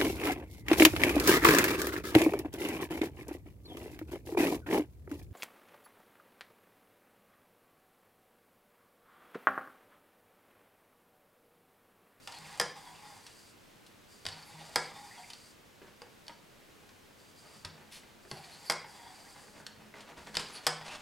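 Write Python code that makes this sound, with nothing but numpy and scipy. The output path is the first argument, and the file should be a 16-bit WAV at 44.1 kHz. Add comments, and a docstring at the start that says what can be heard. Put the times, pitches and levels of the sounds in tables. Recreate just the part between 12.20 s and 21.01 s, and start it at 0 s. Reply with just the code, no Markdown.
"""Hissing, scrubbing and sharp metal clacks: a brush on a rod cleans an air pistol barrel in four strokes.
The rod hisses and ticks against the muzzle, the bristles scrub the bore (the inside of the barrel),
and each push ends in a hard stop. Gloved hands rustle and bump, the table hums under the strokes,
and the small room echoes over a soft hiss."""
import sys
import numpy as np
from scipy import signal
from scipy.fft import rfft, irfft
from scipy.io import wavfile
from scipy.ndimage import map_coordinates

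SR = 44100
rng = np.random.default_rng(int(sys.argv[2]) if len(sys.argv) > 2 else 0)


def store_pcm(level_fs):
    """Save levels as 16-bit WAV."""
    pcm = np.round(np.clip(level_fs, -1, 1) * 32767).astype(np.int16)
    wavfile.write(sys.argv[1], SR, np.atleast_2d(pcm).T)


N = 388521
T = np.arange(N) / SR
BITE_S, LET_GO_S = 0.0067, 0.015  # how quickly the brush grips and lets go

# The rod goes in. Each row: times in seconds of the start, the brush entering and the end,
# then levels in dB of slide, scrub, bristle crackle and chatter.
PUSHES = [(0.0, 0.073, .40, -65, -55.5, -65.5, -62), (1.87, 2.07, 2.72, -63.5, -59.5, -65.5, -68),
          (6.01, 6.096, 6.50, -65.5, -61.5, -69.5, -68), (7.97, 8.16, 8.4, -68, -58, -66.5, -62)]
# The rod comes back. Each row: times in seconds of the start, the brush leaving and the slide's end,
# then levels in dB of slide, scrub and crackle. The last row ends before it starts, so it has no slide.
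PULLS = [(0.55, 1.13, 1.34, -64.5, -55.5, -69.5), (2.724, 3.117, 3.34, -62.5, -55, -66),
         (6.655, 7.25, 7.44, -65, -54.5, -70), (8.574, 9.1, 6.9, -73, -58.5, -61.5)]
# The hands take a new hold. Each row: start and end in seconds, then glove, palm and table levels in dB.
REGRIPS = [(3.605, 3.723, -73.5, -65.5, -77), (5.215, 5.702, -76.5, -67, -67),
           (5.804, 6.09, -71, -67.5, -74), (7.135, 7.69, -77, -65, -65), (7.72, 7.952, -67.5, -60.5, -74),
           (7.946, 8.266, -64, -58, -59.5), (8.26, 8.48, -62.5, -64, -80), (8.585, 8.836, -62, -66.5, -74)]
# The tones the pistol rings with. Each row: pitch in Hz, level in dB, fade time in seconds.
PISTOL_TONES = [(366, -23, 0.082), (495, -12.5, 0.07), (706, -5.5, 0.021), (786, -7.5, 0.039),
                (1040, -5, 0.045), (1303, -14, 0.04), (1412, -4.5, 0.016), (1630, -6, 0.027),
                (1766, -8, 0.021), (1908, -9.5, 0.016), (2196, -8, 0.029), (3283, -7.5, 0.024),
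                (5600, -5, 0.018), (8720, -12, 0.025)]
# The sound of the sliding rod and of the palm. Each row: frequency in Hz, level in dB.
SLIDE_SPECTRUM = [(300, -20), (1500, -3), (3500, -8), (6000, 0), (8500, 0.5), (11000, -8), (16000, -18)]
PALM_SPECTRUM = [(60, -16), (200, -5), (420, -0.5), (750, -2), (1200, -4.5), (2500, -7.5), (6000, -35)]


def undb(db):
    """Turn decibels into a gain to multiply by."""
    return 10 ** (np.asarray(db) / 20)


def unit(x):
    """Scale a sound to an average (rms) level of 1."""
    return x / np.sqrt(np.mean(x ** 2))


def slope(points, hz):
    """Read between (Hz, value) points on a log-frequency axis."""
    point_hz, value = np.transpose(points)
    return np.interp(np.log(np.maximum(hz, 1)), np.log(point_hz), value)


def convolve(x, response):
    """Pass a sound through a filter, given as its response to one click."""
    return signal.oaconvolve(x, response)[:len(x)]


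def colour(x, points, size=4096):
    """Shape a sound's spectrum to follow (Hz, dB) points."""
    cepstrum = irfft(np.log(undb(slope(points, np.fft.rfftfreq(size, 1 / SR)))))
    # folding onto the first half keeps the filter from sounding ahead of its input
    cepstrum[1:size // 2] *= 2
    cepstrum[size // 2 + 1:] = 0
    return convolve(x, irfft(np.exp(rfft(cepstrum))))


def resonate(x, peaks):
    """Add up one band of the sound for each resonance, with alternating signs."""
    return sum((-1) ** k * undb(db) * signal.lfilter(*signal.iirpeak(hz, hz / width, SR), x)
               for k, (hz, width, db) in enumerate(peaks))


def fade(t, t60):
    """Die away by 60 dB in t60 seconds, the fade time."""
    return np.exp(-np.log(1000) * t / t60)


def ping(t, hz, t60):
    """One fading tone."""
    return np.sin(2 * np.pi * hz * t) * fade(t, t60)


def burst(t, t60):
    """One fading puff of noise."""
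    return rng.standard_normal(len(t)) * fade(t, t60)


def ring(t, tones, scatter):
    """Several fading tones, each a little out of tune and flipped at random."""
    chance = rng.standard_normal((len(tones), 2))
    return sum(undb(db) * np.sign(flip) * ping(t, hz * (1 + scatter * detune), t60)
               for (hz, db, t60), (detune, flip) in zip(tones, chance))


def walk(rate):
    """Wander at random by about 1 either way, with `rate` steps a second."""
    steps = rng.standard_normal(N // 100)
    return np.interp(T * rate, np.arange(len(steps)), steps)


def friction(rate, spread_db, smooth):
    """Rubbing: about `rate` tiny, uneven slips a second, over a share of smooth noise."""
    slips = (rng.random(N) < rate / SR) * rng.standard_normal(N)
    sizes = undb(spread_db * np.minimum(rng.exponential(size=N), np.pi))
    return unit(unit(slips * sizes) + smooth * rng.standard_normal(N))


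def add(track, start_s, sound):
    """Mix a sound into a track at the given time."""
    start = int(start_s * SR)
    track[start:start + len(sound)] += sound[:N - start]


def gesture(start, end, db, attack_s=0.032, release_s=0.033):
    """The gain of one movement: it rises, holds and falls."""
    return undb(db) * np.clip(np.minimum((T - start) / attack_s, (end - T) / release_s), 0, 1)


def rod_speed(rise_db_per_s=7, sag_db_per_s=5):
    """The gains of sliding in and out: pushes speed up and grow louder, pulls slow down and soften."""
    # The rod is eased along, brush outside the bore. Each row: start and end in seconds, level in dB.
    nudges = [(4.968, 5.14, -71.5), (5.145, 5.456, -67.5)]
    pushes = sum(gesture(start, end, db, release_s=0.0036) * undb(rise_db_per_s * np.minimum(T - end, 0))
                 for start, _, end, db, *_ in PUSHES)
    pulls = sum(gesture(start, end, db) * undb(-sag_db_per_s * np.maximum(T - start, 0))
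                for start, _, end, db, *_ in PULLS)
    return pushes + sum(gesture(*nudge) for nudge in nudges), pulls


def sliding_rod(ring_db=1.5, hiss_db=-1.5, pull_hiss_db=2, waver_db=2):
    """Fine slips on the muzzle keep the rod singing along its length; drawn back, it hisses more."""
    # The rod's resonances. Each row: pitch in Hz, width in Hz, level in dB.
    rod_peaks = [(4740, 270, 6), (7480, 210, 2.5), (8170, 1300, -11), (12900, 640, -21)]
    inward, outward = rod_speed()
    slips = friction(rate=6000, spread_db=-2.5, smooth=0.98) * undb(waver_db * walk(30))
    singing = undb(ring_db) * unit(resonate(slips, rod_peaks)) * (inward + outward)
    hiss = undb(hiss_db) * unit(colour(slips, SLIDE_SPECTRUM)) * (inward + undb(pull_hiss_db) * outward)
    return singing + hiss


def air(level_db=-60, waver_db=0.5):
    """Soft room noise and hiss that waver slightly."""
    # The noise's spectrum. 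Each row: frequency in Hz, level in dB.
    air_spectrum = [(12, -30), (20, -8), (59, -10.5), (88, -5), (247, -5.5), (284, -5.5), (419, -7.5),
                    (469, -7), (713, -11.5), (819, -11.5), (1180, -13), (2650, -15), (15800, -28.5)]
    # How unlike left and right are. Each row: frequency in Hz, side level in dB.
    air_width = [(60, -4), (110, -4.5), (200, -2), (380, -2.5), (700, -1), (1290, -2.5), (2380, -4.5),
                 (4400, -6.5), (8120, -10.5), (15000, -30)]
    mid, side = (unit(colour(rng.standard_normal(N), air_spectrum)) for _ in range(2))
    return undb(level_db + waver_db * walk(6)) * spread(mid, side, air_width)


def drag(loosen_db_per_s=11.5):
    """The gains of scrub and crackle as the brush drags: even on a push, loosening on a pull."""
    scrub, crackle = np.zeros(N), np.zeros(N)
    for _, enters, end, _, scrub_db, crackle_db, _ in PUSHES:
        force = gesture(enters, end, 0, BITE_S, LET_GO_S)
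        scrub += undb(scrub_db) * force
        crackle += undb(crackle_db) * force
    for start, leaves, _, _, scrub_db, crackle_db in PULLS:
        loosening = undb(-loosen_db_per_s * np.maximum(T - start, 0))
        force = gesture(start, leaves, 0, BITE_S, LET_GO_S) * loosening
        scrub += undb(scrub_db) * force
        crackle += undb(crackle_db) * force
    return scrub, crackle


def rod_chatter(burst_db=7, grit_db=-3):
    """Pushed against the brush's drag, the rod bends and grabs the muzzle in short, gritty bursts."""
    # The chattering rod's resonances. Each row: pitch in Hz, width in Hz, level in dB.
    chatter_peaks = [(2380, 300, -0.5), (4500, 410, -0.5), (10900, 790, -17.5)]
    pressure = sum(gesture(enters, end, db, BITE_S, LET_GO_S) for _, enters, end, *_, db in PUSHES)
    grabs = undb(burst_db * np.minimum(walk(70), 2))
    rasp = grabs * unit(resonate(friction(rate=4000, spread_db=-3, smooth=.3), chatter_peaks))
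    grit = unit(colour(friction(rate=250, spread_db=3, smooth=0), SLIDE_SPECTRUM))
    return pressure * (rasp + undb(grit_db) * grit)


def brush(scrub, bore_db=-1.5, catch_db=6, sizzle_db=-14, pitch_shift=0.075):
    """Bristles flick along the barrel's grooves and catch unevenly while their tips sizzle."""
    # The bore's resonances. Each row: pitch in Hz, width in Hz, level in dB.
    bore_peaks = [(756.4, 30, 5), (1003, 95, -1), (1665, 160, -13), (2080, 250, -11), (3410, 140, -8),
                  (4800, 160, -11)]
    # The sizzle of the tips. Each row: frequency in Hz, level in dB.
    sizzle_spectrum = [(3000, -22), (6000, -8), (7400, 0), (9500, 0), (11000, -8), (13200, -8),
                       (16000, -24)]
    flicks = friction(rate=2500, spread_db=1, smooth=.4) * undb(catch_db * np.minimum(walk(35), 1.3))
    # reading at a wandering speed shifts the resonances, as the moving brush does
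    position = np.cumsum(1 + pitch_shift * walk(20))
    bore = unit(map_coordinates(resonate(flicks, bore_peaks), [position], order=3, mode="mirror"))
    tips = unit(colour(rng.standard_normal(N), sizzle_spectrum))
    return scrub * (undb(bore_db) * bore + undb(sizzle_db) * tips)


def bristle_chirps(scrub, level_db=-9, centre_hz=1900, wander_octaves=.3, flicker_db=7, rough=.12):
    """Tufts of bristles stick and slip in short, rough chirps of ever-changing pitch."""
    octaves = np.clip(wander_octaves * walk(25), -1, 1)
    pitch = centre_hz * 2 ** octaves * (1 + rough * walk(400))
    chirps = np.sin(2 * np.pi * np.cumsum(pitch) / SR) * undb(flicker_db * np.minimum(walk(40), 1))
    return undb(level_db) * scrub * unit(chirps * (1 + rough * rng.standard_normal(N)))


def crackle_and_hands(crackle, grit_db=2, palm_db=-1, patchy_db=7.5):
    """A gritty crackle as bristles are forced into the bore, and on pulls; gloves rub at each new hold."""
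    # The gritty crackle. Each row: frequency in Hz, level in dB.
    grit_spectrum = [(200, -8), (700, 2), (2300, 0), (4200, -1), (6500, -6.5), (10000, -12), (16000, -42.5)]
    rubs = crackle + sum(gesture(start, end, db) for start, end, db, _, _ in REGRIPS)
    shifts = sum(gesture(start, end, db) for start, end, _, db, _ in REGRIPS)
    grit = unit(colour(friction(rate=2400, spread_db=2.5, smooth=.7), grit_spectrum)) * rubs
    palm = unit(colour(friction(rate=400, spread_db=-3.5, smooth=1.0), PALM_SPECTRUM)) * shifts
    return (undb(grit_db) * grit + undb(palm_db) * palm) * undb(patchy_db * np.minimum(walk(50), 1))


def table_hum(scrub, drag_db=-21, regrip_db=-6):
    """The pistol's butt judders on the table top as the brush drags and the hands shift."""
    # The table top's resonances. Each row: pitch in Hz, width in Hz, level in dB.
    table_peaks = [(92, 97, -10.5), (157, 34, -3.5), (212.3, 30, -6)]
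    shifts = sum(gesture(start, end, db) for start, end, _, _, db in REGRIPS)
    load = undb(drag_db) * scrub + undb(regrip_db) * shifts
    return load * unit(resonate(friction(rate=150, spread_db=6, smooth=0.99), table_peaks))


def ticks(ring_db=-5, ring_t60=0.01, body_db=10, tap_db=13, snap_db=10):
    """Rod and brush tap the muzzle lightly: a short scrape, with a ring from the rod and the pistol."""
    # Each row: start in seconds, level in dB, rod pitch in Hz, pistol and scrape offsets in dB,
    # scrape fade time in seconds.
    taps = [(0.0743, -32.5, 4600, -18.5, -10.5, 0.027), (0.1222, -34, 4660, -38, -16, 0.027),
            (1.066, -43, 4250, -26, -8.5, 0.052), (1.6646, -50.5, 4300, -30, -10.5, 0.075),
            (2.054, -26, 4630, -23, -22, 0.026), (2.0652, -21.5, 4740, -26.5, -19.5, 0.037),
            (2.0867, -30, 4600, -28, -15, 0.025), (3.102, -35, 5030, -37, -14.5, 0.045),
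            (3.134, -31.5, 4540, -47, -21, 0.057), (3.8189, -33, 4850, -24, -24, 0.025),
            (4.0682, -42, 4670, -33, -20, 0.02), (4.0813, -30, 4560, -30, -17.5, 0.019),
            (4.692, -49, 4600, -18, -14, 0.04), (5.4494, -23.5, 4670, -34, -21, 0.038),
            (6.114, -27, 4500, -20, -14, 0.01), (7.4658, -29.5, 4500, -43, -14, 0.029),
            (7.806, -44.5, 4700, -33, -12, 0.087), (8.071, -43.5, 4670, -10.5, -18, 0.025),
            (8.1442, -35, 4760, -15, -18, 0.018), (8.1522, -25.5, 4500, -23, -17.5, 0.064),
            (8.1697, -10.5, 4880, -30.5, -21.5, 0.018), (8.1956, -29.5, 4800, -15, -15.5, 0.13)]
    # The scrape of a tap. Each row: frequency in Hz, level in dB.
    tap_spectrum = [(100, -42), (600, -12), (1700, -5), (3200, 2), (5000, -1.5), (6500, -7), (9500, -8),
                    (13000, -22), (16000, -57)]
    out, t = np.zeros(N), T[:SR // 8]
    for start, db, hz, pistol_db, scrape_db, scrape_t60 in taps:
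        rod = undb(ring_db) * ping(t, hz, ring_t60)
        contact = burst(t, scrape_t60)
        contact[0] += undb(snap_db)
        scrape = undb(tap_db + scrape_db) * colour(contact, tap_spectrum)
        pistol = undb(body_db + pistol_db) * ring(t, PISTOL_TONES, scatter=0.04)
        add(out, start, undb(db) * (rod + scrape + pistol))
    return out


def squeaks(half_width=0.06):
    """Under pressure, bristles and rod stick and slip for a moment at one rough, gliding pitch."""
    # Each row: start and length in seconds, level in dB, pitch in Hz, glide in octaves.
    squeals = [(0.165, 0.021, -53, 4320, 0.023), (0.243, 0.02, -54, 2530, -0.18),
               (0.306, 0.044, -61, 2090, -.5), (0.647, 0.098, -60, 1000, 0),
               (0.874, .043, -63, 1000, 0.074), (2.116, 0.021, -49, 4680, 0), (2.222, 0.021, -55, 4640, 0),
               (2.245, 0.071, -66, 10900, -.14), (2.396, 0.0315, -53.5, 783, 0.02),
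               (2.893, 0.1, -59, 2000, 0.27), (3.029, 0.023, -54, 2240, 0.04),
               (6.077, 0.15, -67.5, 11000, -.12), (6.117, 0.1, -55.5, 752, -0.01),
               (6.298, 0.065, -68, 10900, 0), (6.304, .067, -57, 4320, -0.089),
               (6.455, 0.056, -51, 4640, -0.2), (6.451, 0.05, -59, 11000, -0.078),
               (8.318, 0.068, -55.5, 9900, -.1), (8.349, .031, -50, 4460, .06),
               (8.684, 0.051, -51, 2690, .13)]
    out = np.zeros(N)
    for start, length, db, hz, glide in squeals:
        swell = signal.windows.tukey(int(length * SR))
        pitch = hz * 2 ** (glide * np.linspace(-.5, .5, len(swell)))
        tone = np.exp(2j * np.pi * np.cumsum(pitch) / SR)
        # uneven slips shake the tone's size and timing, blurring it by a share of its pitch
        noise = rng.standard_normal(SR // 2) + 1j * rng.standard_normal(SR // 2)
        shake = signal.lfilter(*signal.butter(2, hz * half_width, fs=SR), noise)[-len(swell):]
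        add(out, start, undb(db) * swell * unit(np.real(shake * tone)))
    return out


def thumps(t60=0.13, rise_s=0.004):
    """The pistol's butt bumps the table, and a soft low tone swells briefly in the top."""
    # Each row: start in seconds, level in dB, pitch in Hz.
    table_bumps = [(0.183, -50.5, 157), (0.405, -46, 192), (2.07, -45, 94), (2.111, -52.5, 155),
                   (2.333, -49.5, 157), (2.565, -53, 166), (5.451, -45, 91), (5.453, -62, 168),
                   (6.12, -42, 139), (7.98, -50.5, 70), (8.472, -44.5, 157)]
    out, t = np.zeros(N), T[:SR // 2]
    for start, db, hz in table_bumps:
        add(out, start, undb(db) * ping(t, hz, t60) * (1 - np.exp(-t / rise_s)))
    return out


def stops(second_tone_db=-21, contact_db=-12, snap_db=12, clack_db=-6.5, body_db=-5, spread_s=0.00087):
    """The rod hits its stop, steel on steel: a snap and a short ring, then the blow shakes the pistol."""
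    # Hits and rebounds. Each row: start in seconds, level in dB, rod pitch in Hz,
    # pistol and crack offsets in dB.
    hits = [(0.3987, -17, 5000, 0.5, 4.5), (0.4124, -38, 5000, -11, 23.5), (2.5588, -17, 4930, 2.5, 5.5),
            (2.5655, -41, 5000, 16, -6), (6.4988, -18.5, 4900, 4.5, 7.5), (6.5093, -35.5, 4800, -18, 16),
            (6.5103, -38, 4680, -8, 5), (6.5200, -42, 4680, -10, 25), (8.4671, -16.5, 4960, 3, 8),
            (8.4725, -28, 5000, -10, 16.5)]
    # The crack of steel and the clack of loose parts. Each row: frequency in Hz, level in dB.
    crack_spectrum = [(100, -52), (400, 3), (2000, 8), (2800, 1.5), (4200, 6.5), (6500, -2), (8500, 0.5),
                      (12000, -4.5), (16000, -25)]
    clack_spectrum = [(60, -26), (170, -1), (300, -9), (480, -2), (640, -5), (1000, 1), (2200, -1),
                      (2800, -6), (3500, -4), (6500, -13), (15000, -30)]
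    out, t = np.zeros(N), T[:SR // 5]
    for start, db, hz, pistol_db, crack_db in hits:
        rod = ping(t, hz, t60=0.022) + undb(second_tone_db) * ping(t, hz * .965, t60=0.1)
        contact = undb(contact_db + crack_db) * burst(t, t60=0.026)
        contact[0] -= undb(snap_db)
        clack = undb(clack_db) * colour(burst(t, t60=0.046), clack_spectrum)
        body = undb(body_db) * ring(t, PISTOL_TONES, scatter=0.0063)
        pistol = undb(pistol_db) * (body + clack) * (1 - np.exp(-t / spread_s))
        add(out, start, undb(db) * (rod + colour(contact, crack_spectrum) + pistol))
    return out


def knocks(tone_db=-5, tone_cycles=26, thud_db=4, thud_t60=0.059):
    """Dull, hollow knocks from handling and from the brush reversing in the bore: a tone over a thud."""
    # Each row: start in seconds, level in dB, pitch in Hz.
    dull_knocks = [(0.402, -29.5, 495), (2.562, -29.5, 506), (2.716, -41, 895), (3.617, -42, 382),
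                   (3.645, -51, 450), (3.817, -42.5, 495), (4.095, -36, 957), (4.635, -50, 760),
                   (5.447, -38, 1630), (5.452, -38, 990), (5.834, -48, 2050), (6.05, -44, 384),
                   (6.113, -42, 366), (6.622, -48, 785), (6.644, -37, 880), (6.795, -46, 940),
                   (7.218, -50.5, 533), (7.401, -41.5, 1560), (7.74, -37.5, 2060), (8.069, -54, 710),
                   (8.47, -32, 480), (8.612, -34, 755)]
    out, t = np.zeros(N), T[:SR // 8]
    for start, db, hz in dull_knocks:
        tone = undb(tone_db) * ping(t, hz, tone_cycles / hz)  # high tones die sooner
        thud = undb(thud_db) * colour(burst(t, thud_t60), PALM_SPECTRUM)
        add(out, start, undb(db) * (tone + thud))
    return out


def glove_swish():
    """Rubber slides quickly over the handle as the fingers open."""
    # The sliding glove's hiss. Each row: frequency in Hz, level in dB.
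    swish_spectrum = [(600, -15), (1500, -5), (2300, 0), (4500, -1), (7000, -8.5), (11000, -7),
                      (15500, -25)]
    rubber = unit(colour(friction(rate=5000, spread_db=1.5, smooth=.9), swish_spectrum))
    return gesture(start=5.71, end=5.82, db=-51, attack_s=0.014, release_s=0.06) * rubber


def spread(mid, side, width):
    """Make stereo: the side sound is added on the left and taken away on the right."""
    return mid + colour(side, width) * np.array([[1], [-1]])


def wall_echoes(t, build_s=0.0016):
    """Echoes from the walls blur into fading noise; the highest treble dies first."""
    # Each row: frequency in Hz, level in dB, fade time in seconds.
    echo_bands = [(99, 0, 0.25), (390, 2, 0.3), (1000, -2, 0.4), (2350, -3, 0.45), (5000, -7.5, 0.44),
                  (8100, -4, 0.3), (11800, -19.5, 0.19), (14700, -22, .2)]
    noise = rfft(rng.standard_normal(len(t)))
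    hz = np.fft.rfftfreq(len(t), 1 / SR)
    out = 0
    for k, (_, db, t60) in enumerate(echo_bands):
        band = slope([(row[0], j == k) for j, row in enumerate(echo_bands)], hz)
        shape = fade(t, t60) * (1 - np.exp(-(t / build_s) ** 2))
        out += undb(db) * irfft(noise * band, len(t)) * shape / np.sqrt(np.sum(shape ** 2))
    return out


def room(x, echo_s=.0033, echo_db=-8, echo_cutoff_hz=3500, rings_db=-55, lead_samples=0.11):
    """A quick dull echo from a near surface, then the walls and the ringing furniture."""
    # The table and the things on it. Each row: pitch in Hz, level in dB, fade time in seconds.
    furniture_tones = [(157, 3, .7), (216, 2, .55), (344, -9, .4), (496, -12, .35), (790, -4, .4),
                       (1079, -11, .3), (1442, -9, .5), (1637, -8, .45), (1797, -10, .4)]
    # How unlike the left and right echoes are. Each row: frequency in Hz, side level in dB.
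    echo_width = [(30, 1), (100, -28), (250, -35), (900, -30), (12000, -11.5)]
    t = T[:SR]
    early = np.zeros(N)
    add(early, echo_s, undb(echo_db) * signal.lfilter(*signal.butter(1, echo_cutoff_hz, fs=SR), x))
    late = wall_echoes(t) + undb(rings_db) * ring(t, furniture_tones, scatter=0.00042)
    # the direct sound arrives a little sooner on the left
    direct = x + lead_samples * np.gradient(x) * np.array([[1], [-1]])
    return direct + spread(early + convolve(x, late), convolve(x, wall_echoes(t)), echo_width)


def scene():
    """All the work at the table, heard in the room."""
    scrub, crackle = drag()
    blows = stops() + ticks() + knocks() + thumps()
    rubbing = sliding_rod() + rod_chatter() + brush(scrub) + bristle_chirps(scrub) + squeaks()
    rubbing += crackle_and_hands(crackle) + glove_swish() + table_hum(scrub)
    return room(blows + rubbing) + air()


def record(dry):
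    """Cut off the very top of the treble, above 15900 Hz."""
    return signal.sosfilt(signal.ellip(10, .2, 70, 15900, fs=SR, output="sos"), dry)


dry = scene()
out = record(dry)
store_pcm(out)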